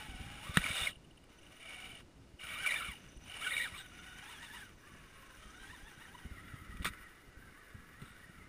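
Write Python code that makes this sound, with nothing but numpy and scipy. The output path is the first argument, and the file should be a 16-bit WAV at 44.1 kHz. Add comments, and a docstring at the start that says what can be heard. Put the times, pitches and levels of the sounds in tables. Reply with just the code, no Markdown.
"""Small gears whine and rasp in bursts as a radio-controlled crawler backs off a mud bank, turns close to a
hand-held camera and drives away through wet ruts. The pitch is the rate at which the teeth mesh; load
roughens it to a rasp. The steering servo ticks, the tyres crackle and fling mud, and far off the motor
warbles. Over a low outdoor rumble, knocks and soft bumps reach the camera's closed housing. Fixed
resonances colour most of the sound."""
import sys
import numpy as np
from scipy import signal
from scipy.fft import rfft, irfft
from scipy.io import wavfile
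from scipy.ndimage import uniform_filter1d

SR = 44100
rng = np.random.default_rng(int(sys.argv[2]) if len(sys.argv) > 2 else 0)


def inscribe(sig):
    """Save sig as 16-bit PCM at rate SR to the path in sys.argv[1].

    A 1-D sig is mono; a 2-D sig holds one channel per row.
    Samples are clipped to [-1, 1] before scaling.
    """
    pcm = np.round(np.clip(np.atleast_2d(sig).T, -1, 1) * 32767)
    wavfile.write(sys.argv[1], SR, pcm.astype(np.int16))


N = 373968
TIME = np.arange(N) / SR

# Spectra of tooth rattle, whine from the front and from behind, outdoor air, a knock, loose parts,
# rubbing and spray. Each row: frequency in Hz, relative level in dB.
RATTLE_SPECTRUM = [(300, -15), (600, -2.5), (850, -6), (1300, 2), (2200, 0.5), (3200, -0.5), (3900, -10.5),
                   (4500, -14), (7200, -12.5), (8400, -11), (10300, 0), (14500, -13)]
FRONT_WHINE_SPECTRUM = [(300, -10), (600, -2), (800, 0.5), (1020, -3), (1250, 2.5), (1500, -0.5), (1950, 2),
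                        (2300, 1.5), (2600, -12), (2950, -7), (3300, 3), (3800, -4), (4500, -19)]
REAR_WHINE_SPECTRUM = [(300, -20), (600, -3), (800, -5.5), (1020, 1), (1250, -2), (1500, -1), (1950, 0.5),
                       (2300, -9), (2600, -6), (2950, 7), (3300, 7), (3800, 3.5), (4500, -21)]
AIR_SPECTRUM = [(20, -2.5), (45, -1), (100, -4.5), (220, -7.5), (330, -8), (550, -15.5), (900, -20.5),
                (1600, -24), (3000, -31), (5000, -29.5), (10000, -37), (14500, -44)]
KNOCK_SPECTRUM = [(150, -17), (300, -3), (450, -3), (750, -9), (1300, -4.5), (1800, 3.5), (2300, -11),
                  (2900, -4), (3700, -6.5), (4500, -27), (8500, -17.5), (14500, -23)]
CLATTER_SPECTRUM = [(200, 3.5), (800, -22), (1250, 9), (1700, -7), (2350, 0.5), (3000, -14), (3600, -6),
                    (5000, -13), (9500, -14.5), (14500, -14)]
RUB_SPECTRUM = [(40, -5.5), (220, -3.5), (300, -11), (700, -34)]
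SPRAY_SPECTRUM = [(1000, -26), (2800, 0.5), (3700, 6.5), (4500, -5), (6000, -11), (8400, 0.5),
                  (10300, -23), (14500, -6)]
# Resonances that colour the sound, with two dips and a deep gap in the treble near 12 kHz.
# Each row: centre in Hz, width in Hz, gain in dB.
PEAKS_AND_DIPS = [(1315, 31, 6.5), (1490, 46, 8.5), (1917, 37, 9), (2350, 490, 5.5), (2882, 293, 11),
                  (3696, 520, 8.5), (6050, 690, -4.5), (7500, 220, -10), (8350, 390, 9.5), (9130, 260, 11),
                  (9780, 600, 5), (11956, 1150, -93), (13800, 180, 10.5)]
# Resonances of the open chassis and the servo. Each row: centre in Hz, width in Hz, gain in dB.
CHASSIS_MODES = [(1210, 110, 1), (1520, 210, 3.2), (1750, 98, 2.2), (1884, 130, 5.3), (2870, 470, 4.6),
                 (3610, 430, 4.2)]
SERVO_MODES = [(2918, 380, 1), (9030, 300, -9.5), (9700, 220, -16)]

# One curve per push of the throttle. 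Each row: time in seconds, tooth-mesh rate in Hz, load in dB.
THROTTLE_PUSHES = [
    [(-.02, 878, 1), (.07, 830, 3), (.15, 700, 4), (.25, 790, 2.5), (.38, 810, 4), (.42, 790, 5),
     (.48, 1157, 2), (.53, 1120, 5), (.61, 1595, 4.5), (.645, 2297, 1.5), (.72, 2290, 8), (.745, 2830, 12),
     (.84, 2880, 8.5), (.875, 2200, 4), (.94, 599.3, 11.5)],
    [(1.28, 429, 2), (1.65, 694, 6), (1.8, 751, 7), (1.97, 674, 13), (2.04, 394, 7)],
    [(2.39, 798, 12), (2.44, 1488, 8.5), (2.485, 1062, 3), (2.52, 1397, 3.5), (2.565, 1166, 0.5),
     (2.62, 1626, 3), (2.655, 1449, -4.5), (2.665, 2278, -1), (2.688, 2250, -3), (2.705, 1890, 0),
     (2.738, 2198, 4), (2.76, 1783, -1), (2.796, 1791, 8), (2.82, 1152, -5.5), (2.865, 1477, -1),
     (2.9, 1130, -1), (2.98, 580.3, 7), (3.09, 543, 4), (3.18, 326, 18)],
    [(3.19, 281, 0), (3.24, 399.5, 10), (3.31, 801, 7.5), (3.39, 900, 9), (3.45, 1620, 0), (3.49, 1316, 0),
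     (3.52, 2062, 0.5), (3.55, 1760, -1), (3.575, 2288, 9.5), (3.605, 1890, -5.5), (3.645, 1902, -4.5),
     (3.68, 1194, 0.5), (3.72, 898, 4.5), (3.755, 1250, -0.5), (3.8, 754, -6.5), (3.96, 713, -1)],
    [(3.89, 720, 0), (4.03, 723, -0.5), (4.22, 753, -3.5), (4.36, 827, 1), (4.63, 821, -3), (4.76, 480, 4),
     (4.88, 589, -3), (5.1, 519, 2), (5.17, 560, -3), (5.33, 513, -4), (5.42, 610, 1), (5.53, 657, -3),
     (5.59, 770, -3), (5.7, 825, -3.5), (5.82, 790, 0.5), (6.1, 779, -1.5), (6.29, 738, 3.5),
     (6.38, 638, -4), (7.05, 652, 2), (7.25, 522, 8), (7.38, 506, -1.5), (7.7, 556, 1.5), (7.93, 558, 1.5),
     (8.02, 681, -0.5), (8.15, 737, 2), (8.33, 690, 2.5), (8.52, 610, 5)],
]
# Surges of speed over ruts. Each row: time in seconds, added mesh rate in Hz, half-length in seconds.
RUT_SURGES = [(4.306, 211.6, 0.04), (4.441, 115.7, 0.029), (4.554, 199.2, 0.023), (5.733, 149.2, 0.03),
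              (5.876, 89.4, 0.033), (6.031, 191, 0.032), (6.169, 195, .036), (6.478, 70.5, 0.033),
              (7.6, 70.2, .045), (8.237, 220, 0.044)]
# Gear noise along the route. Each row: time in seconds, base level in dB, treble in dB.
ROUTE = [(0, -52.5, 0.5), (.9, -52.5, -1.5), (1.4, -61, -1.5), (1.7, -50, -2), (2.4, -52, -4),
         (2.7, -49.5, -1.5), (3.1, -55, -3.5), (3.35, -47.5, -3), (3.64, -52, -2), (3.72, -52.5, -2.5),
         (3.92, -58, -1.5), (4, -53, -2.5), (4.25, -53.5, -2.5), (4.62, -53.5, -4), (4.75, -60, -6),
         (4.87, -55.5, -5), (5.4, -56, -2), (5.95, -58, -4), (6.45, -56.5, -3.5), (7, -51.5, -10),
         (7.27, -55.5, -8.5), (7.9, -54, -9.5), (8.2, -58, -7), (8.48, -56.5, -9)]
# Gear partials; fractions belong to other gear pairs. Each row: multiple of mesh rate, level in dB.
GEAR_PARTIALS = [(1, 4.5), (2, 3), (3, 0), (4, -2.5), (5, -8), (1.27, -11), (2.54, -10), (.27, -9),
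                 (.5, -14)]
# How the parts of the gear noise follow the drive. Each law: base gain in dB, then dB per octave of
# speed, per dB of load and per dB of treble.
WHINE_LAW = (-6.5, 4.5, -1.1, -0.37)
GROWL_LAW = (-11, -4, 0.9, 2.5)
RASP_LAW = (-9.5, -1, 0.65, 1.02)
HISS_LAW = (-14, -1.1, .5, 0.68)
FIZZ_LAW = (-19, -1.2, 0.2, 0)
SIZZLE_LAW = (-14.5, 2.5, 0.27, .5)
# Sizzle of wet tyres. Each row: high-pass corner in Hz, low-pass corner in Hz, relative level in dB.
SIZZLE_BANDS = [(7260, 9000, -11), (8800, 6700, -20), (9800, 12000, -10)]
# Extra tyre hiss, strongest from behind. Each row: time in seconds, gain in dB.
TYRE_HISS = [(3.7, 1), (4.5, 4), (5, 1), (5.7, 4.5), (6.2, 0), (7, 0.5)]
# Low rumble, which also scales the light bumps. Each row: time in seconds, gain in dB.
RUMBLE_GAIN = [(0, 9), (.8, 4.5), (1.1, 0.5), (2.3, .5), (2.8, 4.5), (3.7, 3.5), (4.2, 1.5), (5.2, -0.5),
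               (6, 1.5), (6.5, 4.5), (7.2, 0), (8.48, 2.5)]
# Spells of straining. Each row: start and end in seconds, relative servo buzz in dB, motor whirr in dB
# relative to the gear level.
STRAIN_SPELLS = [(-.05, 0.572, -65, -13.5), (0.562, 0.954, -54.5, -10), (1.585, 2.023, -57, -0.5),
                 (2.374, 2.985, -53.5, -6), (3.254, 3.697, -53.5, -6.5)]
# Steering corrections. Each row: time in seconds, relative level in dB.
SERVO_TWITCHES = [(.955, -51), (1.042, -59), (1.107, -59), (1.172, -55), (1.234, -58.5), (1.322, -70),
                  (1.385, -55), (1.429, -58), (1.466, -52), (1.52, -52), (1.565, -49), (3.119, -59),
                  (3.169, -53.5)]
# Soft bumps on the camera. Each row: time in seconds, relative peak in dB, frequency in Hz.
GRIP_BUMPS = [(.091, -38.5, 47), (0.118, -46, 109), (0.146, -41.5, 40.2), (0.204, -36.5, 75.5),
              (0.266, -42, 123), (.496, -35.5, 74.6), (0.594, -37.5, 40), (0.655, -41.5, 218),
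              (.704, -37.5, 78), (0.818, -40.5, 73), (2.89, -43, 54), (3.169, -44, 48.4), (5.46, -47.5, 48),
              (5.828, -46, 40.1), (6.254, -37, 65), (6.314, -41, 57.2), (6.54, -41.5, 104.9),
              (6.695, -42, 60), (6.75, -43, 45.9), (6.804, -33.5, 69), (6.905, -42.5, 55.6),
              (6.62, -45.5, 90), (7.37, -45.5, 50.3), (7.749, -41.5, 81.7), (8.025, -37, 122)]
# Scrapes of loose parts. Each row: start in seconds, level in dB, length in seconds.
LOOSE_SCRAPES = [(0.541, -41.5, 0.056), (0.573, -47, 0.022), (6.769, -53, 0.0091), (6.826, -48, 0.012),
                 (6.845, -33.5, 0.023), (6.863, -37.5, 0.022), (6.883, -53.5, 0.018)]
# Hard contacts. Each row: start in seconds, peak in dB, decay in seconds, thud in dB relative to peak.
HARD_KNOCKS = [(0.5714, -9.5, 0.0021, -7.5), (6.8546, -22, 0.0017, -23)]
# Gearbox squeals. Each row: start in seconds, level in dB, frequency in Hz, length in seconds.
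GEAR_SQUEALS = [(0.64, -29, 2333, 0.0053), (0.6605, -34, 2180, 0.0091), (0.71, -33.5, 2290, 0.011),
                (0.74, -37.5, 3700, 0.01), (0.774, -38, 3580, 0.013), (0.8, -41, 3720, 0.0089),
                (0.817, -38, 3540, 0.013), (.832, -34.5, 3600, 0.012), (0.87, -28, 2190, 0.0087),
                (2.661, -25.5, 2270, 0.0071), (2.6676, -28.5, 2340, 0.012), (2.707, -31, 1940, 0.0081),
                (2.7205, -28, 2300, 0.0044), (2.74, -30, 2360, 0.0067), (2.806, -36, 1380, 0.01),
                (3.4635, -38, 1506, 0.026), (3.566, -29.5, 2330, 0.0076), (3.577, -30.5, 2230, 0.0096)]
# Gobs of muddy water. Each row: time of peak in seconds, level in dB, rise and fall in seconds.
MUD_SPLASHES = [(.82, -42, 0.13, 0.064), (2.78, -55, 0.043, 0.063), (3.62, -45, 0.13, 0.043),
                (3.78, -53.5, 0.051, 0.055), (4.32, -53.5, 0.032, 0.023), (4.449, -54.5, 0.021, 0.027),
                (4.56, -59, 0.027, 0.049), (5.7, -83, 0.14, 0.2), (8.02, -64.5, .02, 0.056),
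                (8.13, -64, 0.032, 0.042)]
# Pebbles flicked against the chassis. Each row: start in seconds, peak in dB.
PEBBLE_HITS = [(1.24, -53), (2.741, -29.5), (2.776, -35), (2.852, -36), (3.124, -57), (3.171, -55),
               (3.75, -50), (3.785, -47), (3.861, -45.5), (6.77, -45), (6.822, -40)]
# Spells of faint, irregular high chirping. Each row: start and end in seconds, relative level in dB.
HIGH_CHIRP_SPELLS = [(1.27, 1.651, -69), (2.903, 3.33, -63.5), (3.8, 4.499, -64.5), (4.5, 5.198, -69),
                     (5.205, 6.301, -67.5)]
# Tone of the distant motor. Each row: time in seconds, level in dB.
WARBLE_LEVEL = [(5.9, -89), (6.35, -61), (7, -60.5), (7.3, -70), (7.7, -70), (8.1, -71), (8.45, -64.5)]

CRUISE_HZ = 800  # reference mesh rate
TURN_S = (3.64, 4.1)  # the truck turns its back


def undb(db):
    """Decibels to amplitude ratio."""
    return 10 ** (np.asarray(db) / 20)


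def unit(x):
    """Normalisation to rms 1."""
    return x / np.sqrt(np.mean(x ** 2))


def running_rms(x, size=3000):
    """Envelope by a moving average of power."""
    return np.sqrt(np.abs(uniform_filter1d(x ** 2, size)) + 1e-12)


def add(out, start, x):
    """Superposition of a short sound at a time in seconds."""
    i = max(int(start * SR), 0)
    out[i:i + len(x)] += x[:N - i]


def curve(rows):
    """Linear interpolation of rows (time, values); one signal per value column."""
    times, *columns = np.transpose(rows)
    return [np.interp(TIME, times, column) for column in columns]


def held(start, end, rise=0.037, fall=0.054):
    """Trapezoidal envelope: attack, hold, release; times in seconds."""
    return np.clip(np.minimum((TIME - start) / rise, (end - TIME) / fall), 0, 1)


def swell(peak_s, rise, fall):
    """Gaussian envelope with separate widths before and after its peak."""
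    return np.exp(-np.minimum(((TIME - peak_s) / np.where(TIME < peak_s, rise, fall)) ** 2, 20))


def wander(rate):
    """Random modulation: ramps between new values drawn rate times a second; rms 1."""
    step = max(int(SR / rate), 2)
    levels = np.repeat(rng.standard_normal(N // step + 1), step)
    return unit(uniform_filter1d(levels, step)[:N])


def grains(rate, spread_db):
    """Poisson clicks of uneven size; rms 1."""
    clicks = (rng.random(N) < rate / SR) * rng.standard_normal(N)
    return unit(clicks * undb(spread_db * np.minimum(rng.exponential(size=N), 4)))


def spatter(rate, decay):
    """Shot noise: random jolts that decay exponentially; mean 1."""
    jolts = (rng.random(N) < rate / SR) * rng.uniform(0.69, 1, N)
    envelope = signal.lfilter([1], [1, -np.exp(-1 / (decay * SR))], jolts)
    return envelope / envelope.mean()


def pulses(rate, length, spread_db):
    """Pulse train with jitter in timing and size; rms 1."""
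    out, hump = np.zeros(N), np.hanning(int(length * SR))
    for k, (late, size) in enumerate(rng.uniform(-1.24, 1, (int(rate * N / SR) - 1, 2))):
        add(out, (k + late / 4) / rate, undb(spread_db * size) * hump)
    return unit(out)


def resonance(hz, width_hz):
    """A randomly driven resonator gives narrow-band noise."""
    phase = 2 * np.pi * hz * TIME
    return unit(wander(width_hz) * np.cos(phase) + wander(width_hz) * np.sin(phase))


def band(x, lo_hz, hi_hz):
    """Zero-phase band-pass with soft skirts."""
    f = np.arange(len(x) // 2 + 1) * SR / len(x) + 1e-3
    return irfft(rfft(x) / (1 + (lo_hz / f) ** 10) / (1 + (f / hi_hz) ** 10), len(x))


def colour(x, spectrum, ring=1, modes=PEAKS_AND_DIPS, size=2048):
    """Minimum-phase filter: a broad spectrum plus peaks and dips, their dB gains scaled by ring."""
    f = np.maximum(np.arange(size // 2 + 1) * SR / size, 1)
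    hz, db = np.transpose(spectrum)
    broad_db = np.interp(np.log(f), np.log(hz), db)
    modes_db = sum(gain * 2 ** -(2 * (f - centre) / width) ** 2 for centre, width, gain in modes)
    cepstrum = irfft(np.log(undb(broad_db + ring * modes_db)))
    cepstrum[1:size // 2] *= 2  # folding the cepstrum makes the response causal
    cepstrum[size // 2 + 1:] = 0
    return signal.fftconvolve(x, irfft(np.exp(rfft(cepstrum))))[:len(x)]


def drive(db_per_octave=8.5, db_per_load=-0.61, stopped_db=-75.5):
    """Mesh rate, load, level and treble of the gears: level grows with speed and falls with load."""
    hz, load_db = curve(sorted(row for push in THROTTLE_PUSHES for row in push))
    surge_hz = sum(added * swell(s, length, length) for s, added, length in RUT_SURGES)
    hz, load_db = hz + surge_hz, load_db + 0.0044 * surge_hz
    pushes = [held(push[0][0], push[-1][0], rise=0.0082, fall=0.037) for push in THROTTLE_PUSHES]
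    running = np.max(pushes, axis=0)
    base_db, treble_db = curve(ROUTE)
    level_db = base_db + db_per_octave * np.log2(hz / CRUISE_HZ) + db_per_load * load_db
    return hz, load_db, running * level_db + (1 - running) * stopped_db, treble_db


def gears(mesh_hz, load_db, teeth=13, wobble=.024, stutter=.55, smear=.54, grind_db=2.2):
    """Periodic tooth contact whines and rattles; backlash modulates each partial's size and phase."""
    catching = .03 * np.clip(load_db / 5, 0, 1) * wander(35)  # a loaded motor catches and frees itself
    hz = mesh_hz * (1 + wobble * wander(70) + catching)
    phase = 2 * np.pi * np.cumsum(hz) / SR
    shaft = np.sin(phase / teeth + 1.1 * wander(150))
    pressure = 1 + 0.048 * shaft  # the teeth rattle harder once a shaft turn
    backlash = np.clip(hz / 1100, .75, 1.2)
    whine = 0
    for multiple, db in GEAR_PARTIALS:
        rolloff = 1 + (multiple * hz / 4400) ** 8  # the gearbox passes little above its resonances
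        size = undb(db + grind_db * wander(22)) / rolloff * (1 + stutter * wander(110))
        jitter = smear * backlash * np.sqrt(multiple) * (wander(330) + .6 * shaft)
        whine = whine + size * np.sin(multiple * phase + jitter)
    rattle = pressure * (rng.standard_normal(N) + 0.47 * grains(rate=2500, spread_db=2))
    grab = .65 + .35 * spatter(rate=150, decay=.006)  # the tyres grab and let go
    jolts = 1 + 0.18 * spatter(rate=70, decay=0.0092)
    return unit(whine * grab * (1 + 0.23 * pressure)), unit(rattle * jolts)


def truck(hz, load_db, level_db, treble_db, flicker_db=2.2):
    """Radiation of gears and wet grit: the spectrum depends on speed, load, direction and distance."""
    def gain(law):
        """Power law in speed, load and treble."""
        base_db, per_octave, per_load, per_treble = law
        speed_db = per_octave * np.log2(hz / CRUISE_HZ)
        return undb(base_db + speed_db + per_load * load_db + per_treble * treble_db)
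    whine, rattle = gears(hz, load_db)
    grit = undb(-13) * grains(rate=83, spread_db=-1.5)
    thinning = np.interp(TIME, [6.2, 7.3], [0, 1])  # with distance the whine thins from below
    whine = gain(WHINE_LAW) * (whine + thinning * (band(whine, 1200, 2400) * undb(2) - whine))
    behind = np.interp(TIME, TURN_S, [0, 1])
    front = colour((1 - behind) * whine, FRONT_WHINE_SPECTRUM, ring=0.97)
    rear = colour(behind * whine, REAR_WHINE_SPECTRUM, modes=CHASSIS_MODES)
    sound = front + rear + colour(rattle + grit, RATTLE_SPECTRUM)
    core = band(sound, 900, 2600)
    dulling = np.interp(TIME, [3.7, 6.4], [0, .75])  # far off, its upper edge is lost
    core = core - dulling * (core - band(core, 500, 2200))
    parts = [(core, undb(-2)),
             (band(sound, 350, 900), gain(GROWL_LAW)),
             (band(sound, 2600, 4300), gain(RASP_LAW)),
             (band(sound, 4300, 7200), gain(HISS_LAW) * undb(curve(TYRE_HISS)[0])),
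             (band(sound, 12500, 15000), gain(FIZZ_LAW) * undb(flicker_db * wander(25)))]
    for lo, hi, db in SIZZLE_BANDS:
        parts.append((band(sound, lo, hi), gain(SIZZLE_LAW) * undb(db + flicker_db * wander(25))))
    balanced = sum(part / running_rms(part) * size for part, size in parts)
    return balanced * undb(level_db + 0.89 * wander(40))


def air(level_db=-61):
    """Broadband outdoor noise: a slowly modulated rumble under a faint hiss."""
    noise = unit(colour(rng.standard_normal(N), AIR_SPECTRUM, ring=0.14))
    low = band(noise, 33, 285)
    rumble = low * undb(curve(RUMBLE_GAIN)[0] + 2.34 * wander(14))
    return undb(level_db) * (noise - low + rumble)


def servo(twitch_s=0.015):
    """Pulsed resonances: the servo ticks rapidly under load and singly in steering corrections."""
    strain = sum(undb(db - 1) * held(start, end) for start, end, db, _ in STRAIN_SPELLS)
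    buzz = strain * (.2 + .85 * pulses(rate=54, length=.015, spread_db=3))
    twitches = np.zeros(N)
    hump = np.sin(np.pi * TIME[:int(twitch_s * SR)] / twitch_s)
    for start, db in SERVO_TWITCHES:
        add(twitches, start - .002, undb(db - 8.5) * hump)
    ring = sum(undb(db) * resonance(hz, width) for hz, width, db in SERVO_MODES)
    rattle = undb(-8) * unit(colour(rng.standard_normal(N), RATTLE_SPECTRUM))
    return (twitches + buzz) * ring + twitches * rattle


def motor_whirr(gear_db, free_db=-20):
    """Forced resonance: a whirr that follows the gear level and swells as the motor labours."""
    strain = sum(undb(db) * held(start, end) for start, end, _, db in STRAIN_SPELLS)
    return (undb(free_db) + strain) * undb(gear_db) * resonance(2290, 240)


def bumps(decay_cycles=0.69, rub_s=0.0085, light_count=18, light_db=-51.5, light_hz=72):
    """Heavily damped oscillation: the shifting grip thumps the camera, with a little dull rubbing."""
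    thumps, rubs, t = np.zeros(N), np.zeros(N), TIME[:SR // 5]
    restless_db = curve(RUMBLE_GAIN)[0]
    light = [(when * N / SR, light_db + restless_db[int(when * N)], light_hz * 2 ** (2 * pitch - 1))
             for when, pitch in rng.random((light_count, 2))]
    for start, db, hz in GRIP_BUMPS + light:
        thump = np.sin(2 * np.pi * hz * t) * t * np.exp(-2 * t * hz / decay_cycles)
        add(thumps, start - .003, undb(db - 1) * thump / np.abs(thump).max())
        add(rubs, start - .008, undb(db - 11) * (t / rub_s) * np.exp(1 - t / rub_s))
    friction = band(colour(rng.standard_normal(N), RUB_SPECTRUM), 29, 650)
    return thumps + rubs * unit(friction)


def scrapes(rise_s=0.00089):
    """Dense tiny impacts of loose parts merge into bursts of clatter."""
    envelope, t = np.zeros(N), TIME[:SR // 8]
    for start, db, length in LOOSE_SCRAPES:
        add(envelope, start, undb(db) * (1 - np.exp(-t / rise_s)) * np.exp(-(t / length) ** 2.9))
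    chatter = grains(rate=7000, spread_db=1)
    return envelope * unit(colour(chatter, CLATTER_SPECTRUM, ring=0.92))


def knocks(thud_hz=172, thud_decay_s=0.0068, thud_lag_s=0.00085):
    """Impulse response: a hard contact cracks, then rocks the housing in a damped thud."""
    out, t = np.zeros(N), TIME[:SR // 8]
    thud = np.sin(2 * np.pi * thud_hz * t) * np.exp(-t / thud_decay_s) * (1 - np.exp(-t / 0.00034))
    for start, db, decay, thud_db in HARD_KNOCKS:
        contact = 0.36 * rng.standard_normal(len(t)) * np.exp(-t / decay)
        contact[0] -= 1  # the impulse itself
        crack = colour(contact, KNOCK_SPECTRUM, ring=0.38)
        add(out, start, undb(db) * crack / np.abs(crack).max())
        add(out, start + thud_lag_s, undb(db + thud_db) * thud)
    return out


def squeals(rise_s=0.00057, scratch_db=-12):
    """Resonance: the teeth hit a gearbox mode, which rings briefly with a scratch of tooth noise."""
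    ring, envelope, t = np.zeros(N), np.zeros(N), TIME[:SR // 20]
    for start, db, hz, length in GEAR_SQUEALS:
        burst = undb(db) * (1 - np.exp(-t / rise_s)) * np.exp(-(t / length) ** 4)
        add(ring, start, burst * np.sin(2 * np.pi * hz * t))
        add(envelope, start, burst)
    scratch = unit(colour(rng.standard_normal(N), RATTLE_SPECTRUM))
    return ring + undb(scratch_db) * envelope * scratch


def spray():
    """Superposed impacts of tiny drops make each gob of mud from the tyres fizz."""
    envelope = sum(undb(db) * swell(s, rise, fall) for s, db, rise, fall in MUD_SPLASHES)
    drops = grains(rate=2500, spread_db=1) * (.5 + spatter(rate=66, decay=0.0094))
    return envelope * unit(colour(drops, SPRAY_SPECTRUM))


def pebbles(decay_s=0.0016):
    """A brief impact has a broad spectrum: each pebble gives one dry tick."""
    out, t = np.zeros(N), TIME[:SR // 30]
    for start, db in PEBBLE_HITS:
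        tick = colour(rng.standard_normal(len(t)) * np.exp(-t / decay_s), RATTLE_SPECTRUM)
        add(out, start, undb(db) * tick / np.abs(tick).max())
    return out


def high_chirps():
    """Amplitude modulation: narrow-band noise near 6 kHz flickers in faint, irregular chirps."""
    spells = sum(undb(db - 8) * held(start, end) for start, end, db in HIGH_CHIRP_SPELLS)
    return spells * pulses(rate=39, length=.032, spread_db=4) * resonance(6020, 700)


def distant_motor(centre_hz=2017, swing=.028, throb_db=3):
    """Frequency and amplitude modulation: the motor's unbroken tone warbles over the bumps."""
    hz = centre_hz * (1 + swing * (wander(16) + wander(120)))
    size = undb(curve(WARBLE_LEVEL)[0] + throb_db * wander(30))
    return size * np.sin(2 * np.pi * np.cumsum(hz) / SR)


def scene():
    """Mid-side stereo, nearly mono: the mud bank diffusely reflects the sharp sounds and the spray."""
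    sharp = squeals() + knocks() + scrapes() + pebbles()
    mud = spray()
    t = TIME[:SR // 12]
    bank = rng.standard_normal(len(t)) * np.exp(-t / 0.011)
    reflection = signal.fftconvolve(band(sharp + mud, 250, 15000), bank / np.linalg.norm(bank))[:N]
    side = undb(-19) * reflection - undb(-28) * sharp  # sharp sounds sit a little to the right
    hz, load_db, level_db, treble_db = drive()
    mid = truck(hz, load_db, level_db, treble_db) + distant_motor() + servo() + high_chirps()
    mid += motor_whirr(level_db) + mud + sharp + bumps() + air()
    return np.array([mid + side, mid - side])


def record(dry):
    """Band limiting: the camera's steep low-pass cuts the treble above 14.6 kHz."""
    return signal.sosfilt(signal.ellip(10, .2, 80, 14600, fs=SR, output="sos"), dry)


dry = scene()
out = record(dry)
inscribe(out)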